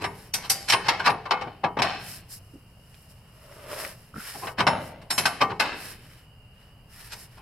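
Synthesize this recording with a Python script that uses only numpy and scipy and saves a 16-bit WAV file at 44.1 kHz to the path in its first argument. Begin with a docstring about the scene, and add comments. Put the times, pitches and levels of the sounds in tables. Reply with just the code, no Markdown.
"""Steel clacks on steel: a ratchet wrench is worked onto the nut of a bushing press under a car,
pulled, lifted off and set on again. Each impact passes through the press into the suspension arm;
wrench, screw and arm ring in their damped normal modes, and the wheel well reverberates.
Between the knocks, sliding friction makes a sleeve rustle and the loaded thread rub,
with a few small taps and two short squeaks, over the low hum and faint whine of a garage."""
import sys
import numpy as np
from scipy import signal
from scipy.fft import rfft, irfft
from scipy.io import wavfile
from scipy.ndimage import uniform_filter1d

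SR = 44100
rng = np.random.default_rng(int(sys.argv[2]) if len(sys.argv) > 2 else 0)


def file_out(sig):
    """Save sig as 16-bit WAV at sys.argv[1]."""
    # one column per channel
    cols = np.atleast_2d(sig).T
    # limit, then scale
    lim = np.clip(cols, -1, 1)
    pcm = np.round(lim * 32767).astype(np.int16)
    wavfile.write(sys.argv[1], SR, pcm)


N = 326781


def undb(db):
    """Amplitude ratio of a level in decibels."""
    return 10 ** (np.asarray(db) / 20)


def at(hz, points):
    """Interpolation of an (f/Hz, value) table on a logarithmic frequency axis."""
    f, value = np.transpose(points)
    return np.interp(np.log(hz + 1e-3), np.log(np.sort(f)), value)


def colour(hz, points):
    """Magnitude response of an (f/Hz, level/dB) table, rolling off beyond its ends."""
    low_cut = 1 + (.8 * points[0][0] / (hz + 1e-3)) ** 4
    high_cut = 1 + (.8 * hz / points[-1][0]) ** 8
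    return undb(at(hz, points)) / low_cut / high_cut


def resonances(hz, peaks):
    """Magnitude response of Lorentzian peaks or dips, summed in decibels."""
    return undb(sum(db / (1 + (2 * (hz - f) / width) ** 2) for f, width, db in peaks))


def bins(size):
    """Frequencies of the Fourier transform of size samples."""
    return np.arange(size // 2 + 1) * SR / size


def shaped(spectrum, gain, size):
    """Source and filter: the waveform of a weighted spectrum, at unit rms."""
    x = irfft(spectrum * gain, size)
    return x / np.sqrt(np.mean(x ** 2))


def drift(rate_hz):
    """Low-pass random fluctuation with a standard deviation near 1."""
    hold = int(SR / rate_hz)
    steps = np.repeat(rng.standard_normal(N // hold + 1), hold)
    return np.sqrt(2) * uniform_filter1d(uniform_filter1d(steps, hold), hold)[:N]


def decay(t, t60):
    """Exponential damping from t = 0, by 60 dB in t60 seconds."""
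    return np.exp(-np.log(1000) * np.maximum(t, 0) / t60)


def add(out, x, start_s):
    """Superposition of x on out from a given time."""
    i = int(round(start_s * SR))
    lo, hi = max(i, 0), min(i + x.shape[1], N)
    out[:, lo:hi] += x[:, lo - i:hi - i]


# Stereo width of the sound field: f/Hz, side minus mid level/dB
STEREO_WIDTH = [(60, -28.5), (130, -24.5), (260, -18), (600, -11.5), (1300, -8), (2600, -8), (5000, -2),
                (12000, -0.5)]

def grains(size, spread_db):
    """Stereo spectrum of noise in tiny uneven bursts; the ears are most coherent in the bass."""
    amplitudes = undb(spread_db * np.repeat(rng.standard_normal(size // 16 + 1), 16)[:size])
    mid, side = rfft(rng.standard_normal((2, size)) * amplitudes)
    side = side * undb(at(bins(size), STEREO_WIDTH))
    return np.array([mid + side, mid - side])


# Spectrum of the room noise: f/Hz, level/dB
ROOM_SPECTRUM = [(13, -34.5), (22, 0), (124, 0.5), (150, -1.5), (253, -13.5), (371, -20), (592, -17),
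                 (846, -20.5), (944, -20.5), (2150, -28.5), (2830, -26.5), (3430, -42), (5030, -32),
                 (5770, -41), (11000, -36), (15500, -42)]
# Peaks in its hiss: f/Hz, bandwidth/Hz, gain/dB
HISS_PEAKS = [(3070, 330, 8), (4800, 300, 4)]
# Tones of the hum: f/Hz, level/dB
HUM_TONES = [(119, -61), (430.7, -76.5)]

def garage(noise_db=-51.5, waver_db=.8):
    """Ambient noise: a continuous spectrum of rumble and hiss, plus two phase-modulated tones."""
    hz, t = bins(N), np.arange(N) / SR
    air = shaped(grains(N, spread_db=0), colour(hz, ROOM_SPECTRUM) * resonances(hz, HISS_PEAKS), N)
    hum = sum(np.sqrt(2) * undb(db) * np.sin(2 * np.pi * f * t + .5 * drift(4)) for f, db in HUM_TONES)
    return air * undb(noise_db + waver_db * drift(4.48)) + hum


# Envelope of the background whine: t/s, level/dB
WHINE_ENVELOPE = [(0, -69), (2.4, -66), (3.0, -65), (4.1, -68), (6.1, -67), (6.5, -61), (6.9, -66),
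                  (7.41, -68)]

def whine(centre_hz=2870, wander_hz=60):
    """Narrow-band noise: random quadrature modulation of a carrier that wanders in pitch."""
    phase = 2 * np.pi * np.cumsum(centre_hz + wander_hz * drift(6)) / SR
    ears = np.array([drift(300) * np.cos(phase) + drift(300) * np.sin(phase) for _ in range(2)])
    times, db = np.transpose(WHINE_ENVELOPE)
    envelope = np.interp(np.arange(N) / SR, times, undb(db), left=0, right=0)
    return ears * uniform_filter1d(envelope, size=600)


# Spectrum of rubbing cloth: f/Hz, level/dB
CLOTH_SPECTRUM = [(240, -30), (400, -12), (1300, -4.5), (1470, -2.5), (1850, 0.5), (2090, -4), (2970, -4.5),
                  (3460, -8.5), (5230, -4.5), (6680, -7.5), (11800, -3.5), (15500, -18)]
# Sweeps of the sleeve: t/s, duration/s, level/dB, gain of the body from pressure/dB
SLEEVE_SWEEPS = [(0.045, .3, -54, 2), (1.971, 0.26, -41.5, -4), (2.0, 0.83, -64.5, -17),
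                 (2.277, .12, -40, -11), (2.6, 0.75, -61.5, -1), (3.076, 0.059, -57, -4),
                 (3.154, 1.07, -54, 1.5), (3.643, .31, -39, 2.5), (4.128, 0.26, -40.5, 3),
                 (4.233, .32, -42.5, -0.5), (4.747, .2, -50.5, -5), (5.725, 0.26, -43, 2.5),
                 (5.845, 0.46, -59, 6), (6.492, 0.27, -68, 9), (6.864, 0.29, -49, 2.5),
                 (7.11, .18, -47.5, -3), (7.21, 0.25, -62, 6)]

def sleeve(gain_db=1.5, flutter_db=1.0, split_hz=4000, skew=1.12, speed_exponent=1.3):
    """Friction noise of fibres grows as a power of speed; pressure adds body below the hiss."""
    hz, t = bins(N), np.arange(N) / SR
    cloth = colour(hz, CLOTH_SPECTRUM) * resonances(hz, [(5280, 380, 6.2)])
    fibres = shaped(grains(N, spread_db=2.5), cloth, N)
    body = irfft(rfft(fibres) / (1 + (hz / split_hz) ** 8), N)
    hiss_power, body_power = 0, 0
    for start_s, length_s, level_db, pressure_db in SLEEVE_SWEEPS:
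        progress = np.clip((t - start_s) / length_s, 0, 1)
        speed = np.abs(np.sin(np.pi * progress ** skew))  # rises more slowly than it falls
        amplitude = undb(level_db) * speed ** speed_exponent
        hiss_power += amplitude ** 2
        body_power += (undb(pressure_db) * amplitude) ** 2
    rustle = (fibres - body) * np.sqrt(hiss_power) + body * np.sqrt(body_power)
    return rustle * undb(gain_db + flutter_db * drift(45))


# Spectrum of the rubbing thread: f/Hz, level/dB
THREAD_SPECTRUM = [(150, -40), (250, -14.5), (416, -7), (481, -12), (563, -3), (657, -3.5), (714, -14),
                   (976, -10), (1320, -10), (1690, -16), (3000, -18.5), (3900, -29), (6600, -120)]

def thread(full_at_s=3.729, hold_s=.12, full_db=-40, build_db_per_s=55, ease_db_per_s=165, judder_db=.5):
    """Stick-slip in the thread drives a resonance of the suspension arm, louder with the load."""
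    hz, t = bins(N), np.arange(N) / SR - full_at_s
    response = colour(hz, THREAD_SPECTRUM) * resonances(hz, [(575, 140, 4.2)])
    slips = shaped(grains(N, spread_db=5), response, N)
    load_db = build_db_per_s * np.minimum(t, 0) - ease_db_per_s * np.maximum(t - hold_s, 0)
    return slips * undb(full_db + load_db + judder_db * drift(60))


BLOW_SIZE, LEAD_S = 49152, .06  # samples in one impact; time allowed for the slide before a knock

def burst(centre_hz, width_hz, db, t60):
    """A damped resonance under noise excitation: a decaying band of noise."""
    hz, t = bins(BLOW_SIZE), np.arange(BLOW_SIZE) / SR
    band = 1 / (1 + ((hz ** 2 - centre_hz ** 2) / (width_hz * (hz + 1))) ** 2)
    return undb(db) * decay(t, t60) * shaped(grains(BLOW_SIZE, spread_db=8), band, BLOW_SIZE)


# Small dry taps, ticks and two short squeaks: t/s, f/Hz, bandwidth/Hz, level/dB, T60/s, bump level/dB
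TAPS_AND_SQUEAKS = [(0.862, 1503, 160, -30.5, .2, -60), (1.001, 1540, 140, -29, .18, -56),
                    (2.536, 286, 129, -42.5, 0.17, -55), (2.77, 600, 250, -51, 0.088, -62),
                    (2.943, 2410, 3000, -53, 0.087, -79), (3.016, 9900, 4950, -48, 0.052, -73),
                    (3.848, 1800, 1300, -18, 0.026, -47), (4.141, 1323, 260, -34, 0.036, -38),
                    (4.156, 1380, 260, -32, 0.062, -31.5), (4.178, 1440, 260, -41, 0.33, -36)]

def taps_and_squeaks(rise_s=.0011):
    """Damped resonance: each tap, tick or squeak is one decaying band over a dull bump."""
    out, t = np.zeros((2, N)), np.arange(BLOW_SIZE) / SR
    for start_s, centre_hz, width_hz, db, t60, bump_db in TAPS_AND_SQUEAKS:
        resonance = burst(centre_hz, width_hz, db, t60)
        bump = burst(centre_hz=165, width_hz=220, db=bump_db, t60=.11)
        add(out, (resonance + bump) * (1 - np.exp(-t / rise_s)), start_s)
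    return out


def strike_point(hz, ripple_db=3, spacing_hz=130):
    """Modal excitation depends on position: each new spot favours other resonances."""
    grid = spacing_hz * np.arange(256)
    return undb(ripple_db * np.interp(hz, grid, rng.standard_normal(len(grid))))


# Spectrum of the struck press and suspension arm: f/Hz, level/dB
STEEL_SPECTRUM = [(60, -13), (130, -9), (260, -15.5), (390, -14.5), (490, -12.5), (660, -4), (820, 3),
                  (1160, 0.5), (1290, -8), (1550, -3), (3000, -10), (5500, -14), (11600, -25),
                  (12500, -36.5), (15000, -42)]
# Resonances of the socket and press cups: f/Hz, bandwidth/Hz, gain/dB
CUP_RESONANCES = [(2238, 33, 5.5), (2580, 220, 5), (3042, 200, 5), (3950, 300, 4.5), (4316, 35, 13),
                  (5250, 840, 7), (8420, 280, 5.5), (11100, 85, 10.5), (11400, 220, 13)]
# Directivity of the blows: f/Hz, left minus right level/dB
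DIRECTIVITY = [(150, -0.4), (500, 1.6), (1100, 2.5), (2500, 1.4), (5000, 0.2), (9000, 0.5), (14000, -2)]
# Five bands, thud to tick: low f/Hz, high f/Hz, echo level/dB, early T60/s, late T60/s, late level/dB
BANDS = [(86, 450, -3.5, 0.29, 0.98, 10.5), (440, 1330, -3.5, .15, 0.49, 7.5),
         (1430, 3130, 0.3, 0.082, 0.78, -1), (3270, 6400, -2.5, 0.067, 0.75, -7),
         (6360, 15500, -2.5, 0.11, 0.8, -8)]

def clack(drive_db, after_db, slide_s, hold_s=.0092):
    """Dense modes overlap into noise and reverberate in the wheel well with a double-slope decay."""
    hz, t = bins(BLOW_SIZE), np.arange(BLOW_SIZE) / SR - LEAD_S
    balance = undb(np.outer([.5, -.5], at(hz, DIRECTIVITY)))
    steel = colour(hz, STEEL_SPECTRUM) * resonances(hz, CUP_RESONANCES) * balance
    chatter = grains(BLOW_SIZE, spread_db=3) * strike_point(hz)
    blow = 0
    for db, (low_hz, high_hz, echo_db, early_t60, late_t60, late_db) in zip(drive_db, BANDS):
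        band = steel / np.sqrt((1 + (low_hz / (hz + 1)) ** 10) * (1 + (hz / high_hz) ** 10))
        early = decay(t - hold_s, early_t60)
        late = undb(after_db + late_db) * decay(t, late_t60)
        blow += undb(db + echo_db) * np.hypot(early, late) * shaped(chatter, band, BLOW_SIZE)
    return blow * np.exp(np.minimum(t, 0) / slide_s)  # the slide grows into the blow


def ring(modes, drive_db, scatter_db, build_s, t60_scale=1):
    """Modal superposition: damped sinusoids build up while the contact chatters."""
    t = np.arange(BLOW_SIZE - int(LEAD_S * SR)) / SR
    out, ears = np.zeros((2, len(t))), np.array([[1], [-1]])
    edges_hz = [band[1] for band in BANDS[:-1]]
    for hz, db, t60 in modes:
        angle, ear_offset, scatter, grip = rng.standard_normal(4)
        t60 = t60 * t60_scale * undb(-abs(2 * grip))  # the grip damps each mode by chance
        age = t[:int(t60 * SR)]
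        phase = np.pi * angle + ears * ear_offset * undb(at(hz, STEREO_WIDTH))
        level_db = db + drive_db[np.searchsorted(edges_hz, hz)] + scatter_db * scatter
        peak = np.sqrt(2) * undb(level_db + ears * at(hz, DIRECTIVITY) / 2)
        out[:, :len(age)] += peak * decay(age, t60) * np.sin(2 * np.pi * hz * age + phase)
    return out * (1 - np.exp(-t / build_s))


# Normal modes of the suspension arm: f/Hz, level/dB, T60/s
ARM_MODES = [(95, -20, 1.0), (181, -18, 1.2), (400, -11, .4), (441, -18, .9), (503, -23, .62),
             (664, -17, .25), (711, -23, .6), (786, -20, .6), (836, -12, .32), (908, -18, .42),
             (972, -12, .3), (1022, -12, .2), (1072, -14, .33), (1174, -5, .2), (1270, -24, .47),
             (1348, -13, .3), (1503, -11, .22), (1846, -15, .39), (2155, -11, .28), (2229, -22, .6),
             (2603, -12, .25), (3047, -26, .7)]

def suspension_arm(drive_db):
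    """Structure-borne sound: the blow passes through the press and sets the arm ringing."""
    return ring(ARM_MODES, drive_db - 2, scatter_db=3.5, build_s=.0091)


# Normal modes of the forcing screw and its nut: f/Hz, level/dB, T60/s
SCREW_MODES = [(786, -25.5, .7), (3741, -24, .22), (4264, -15.5, .15), (4750, -28, .4), (5580, -9, 0.11),
               (5900, -4.5, .22), (8737, -18, .13), (9280, -10, 0.26), (10400, -9, .18),
               (11500, -12.5, 0.15), (14493, -20, .17)]

def screw(drive_db, freedom, loose_db=-11):
    """Mechanical coupling: the tick band drives the screw, weakly if the wrench hangs free."""
    tick_db = np.full_like(drive_db, drive_db[-1])
    return ring(SCREW_MODES, tick_db + freedom ** 2 * loose_db, scatter_db=7, build_s=.00078)


# Normal modes of the wrench: f/Hz, level/dB, T60 when hanging free/s
WRENCH_MODES = [(3640, -18, .15), (5363, -5.5, 0.23), (6540, -13.5, 0.72), (7460, -10.5, 0.4),
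                (8528, -1, .22), (10900, -8.5, 0.65), (11742, -12, 0.52), (13425, -24, .25)]

def wrench(drive_db, freedom, gap_s, held_db=-10, free_gain_db=16.5, seat_t60=.12):
    """Contact damping: a loosely held wrench rings louder and longer, until the next contact."""
    ringing = ring(WRENCH_MODES, drive_db + held_db + freedom * free_gain_db,
                   scatter_db=-.5, build_s=.00041, t60_scale=np.clip(freedom, .35, 1))
    t = np.arange(ringing.shape[1]) / SR
    return ringing * decay(t - gap_s, seat_t60)


# Response of each band, thud to tick: level/dB, slope with hardness/(dB/dB), slope with weight/(dB/dB)
BAND_RESPONSE = [(0.5, 0, 1), (-3.5, -0.5233, 0.1646), (-0.78, 0, 0), (-5, 0.19, -.5), (-0.77, 1.14, 0)]
# Steel contacts: t/s, level/dB, hardness/dB (treble of a sharp contact), weight/dB (bass as the press
# shifts), after-ring level/dB, slide time constant/s, freedom of the wrench (0 held, 1 hanging)
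STEEL_CONTACTS = [(0.022, -38, -7, 5.5, -21, 0.012, .2), (0.042, -29.5, -15, -5.5, -19, .0024, .7),
                  (0.3387, -30.5, 8.5, -9.5, -12, .0006, .1), (0.45, -40.5, -7.5, -11, -20.5, .017, .3),
                  (0.4991, -30, 13, -12, -9, .0005, .1), (0.687, -30.5, -2.5, -15, -25, 0.0036, .4),
                  (0.699, -23.5, -2, -20.5, -20.5, 0.0022, .6),
                  (0.7225, -20.5, -9, -18.5, -14.5, 0.00076, .4), (0.733, -23.5, -16, -9.5, -18, .0025, .3),
                  (0.868, -35, -14, -6, -28, 0.021, .3), (0.885, -20, -13.5, -17, -12.5, .0009, .2),
                  (0.997, -34.5, -14.5, -7, -18, 0.002, .4), (1.062, -21, -14.5, -10, -24.5, 0.0079, .2),
                  (1.071, -22.5, -25, -12, -23.5, 0.00077, .5), (1.098, -30, -16, -2, -23.5, 0.0043, .37),
                  (1.2553, -40.5, -24.5, -8, -14, .0004, .2), (1.309, -22, -23, -12.5, -18.5, .0004, .1),
                  (1.414, -36, -20, -0.5, -23, .003, .1), (1.472, -51, -23, 12.5, -22, 0.0072, .3),
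                  (1.64, -29, -27, 1.5, -37, .002, .2), (1.77, -37.5, -27, 7.5, -30, .0006, .2),
                  (1.79, -29, -19, 2, -29, 0.0013, .3), (1.8197, -24.5, -11, -19, -3.5, 0.00045, .15),
                  (4.351, -47.5, -14.5, 5, -30, 0.01, .3), (4.436, -43, -24.5, 4, -29, 0.01, .3),
                  (4.471, -35.5, -20, -6.5, -29.5, .0005, .3), (4.586, -27.5, -15.5, -1.5, -26, 0.0035, .1),
                  (4.602, -25, -18, -3.5, -32, .004, .6), (4.668, -19.5, -18, -3.5, -13.5, 0.00027, 0.94),
                  (5.017, -53, -7.5, 0.5, -36.5, .001, .1), (5.105, -28.5, -3, -13, -14.5, 0.0014, 1),
                  (5.18, -25, 2, -12, -8, .0007, .55), (5.2555, -21.5, -7.5, -14.5, -16.5, 0.0015, .65),
                  (5.413, -21.5, -18, -4.5, -35, .0034, .3), (5.507, -38.5, -22.5, 6.5, -26, .0085, .25),
                  (5.599, -23, -9, -16, -5.5, .001, .2), (7.002, -55, -2, -2, -22, .002, .3),
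                  (7.127, -42, 1.5, -11, -14, .013, .3), (7.375, -55, -11, -2, -7, 0.0042, .3)]

def knocks():
    """Impact excitation: a hard contact ticks, a soft one clunks, a heavy one thuds."""
    out = np.zeros((2, N))
    base_db, by_hardness, by_weight = np.transpose(BAND_RESPONSE)
    next_times = [contact[0] for contact in STEEL_CONTACTS[1:]] + [N / SR]
    for contact, next_s in zip(STEEL_CONTACTS, next_times):
        start_s, level_db, hardness_db, weight_db, after_db, slide_s, freedom = contact
        drive_db = level_db + base_db + hardness_db * by_hardness + weight_db * by_weight
        add(out, clack(drive_db, after_db, slide_s), start_s - LEAD_S)
        add(out, suspension_arm(drive_db), start_s)
        add(out, screw(drive_db, freedom), start_s)
        add(out, wrench(drive_db, freedom, gap_s=next_s - start_s), start_s)
    return out


def scene():
    """Interaural delay: knocks arrive from ahead; rubbing and background reach the left ear later."""
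    left, right = sleeve() + thread() + garage() + whine()
    delayed_left = np.append(0, left[:-1])
    return knocks() + taps_and_squeaks() + np.array([delayed_left, right])


# Notches in the microphone's response: f/Hz, bandwidth/Hz, gain/dB
MICROPHONE_NOTCHES = [(3400, 210, -3), (5855, 90, -27.5), (6663, 170, -20), (7720, 150, -7.5)]

def record(dry, cutoff_hz=15900):
    """Transducer response: the microphone notches the treble, saturates softly and limits the band."""
    notched = irfft(rfft(dry) * resonances(bins(N), MICROPHONE_NOTCHES), N)
    saturated = np.tanh(.8 * notched) / .82
    low_pass = signal.ellip(10, .2, 70, cutoff_hz, fs=SR, output="sos")
    return signal.sosfilt(low_pass, saturated)


dry = scene()
out = record(dry)
file_out(out)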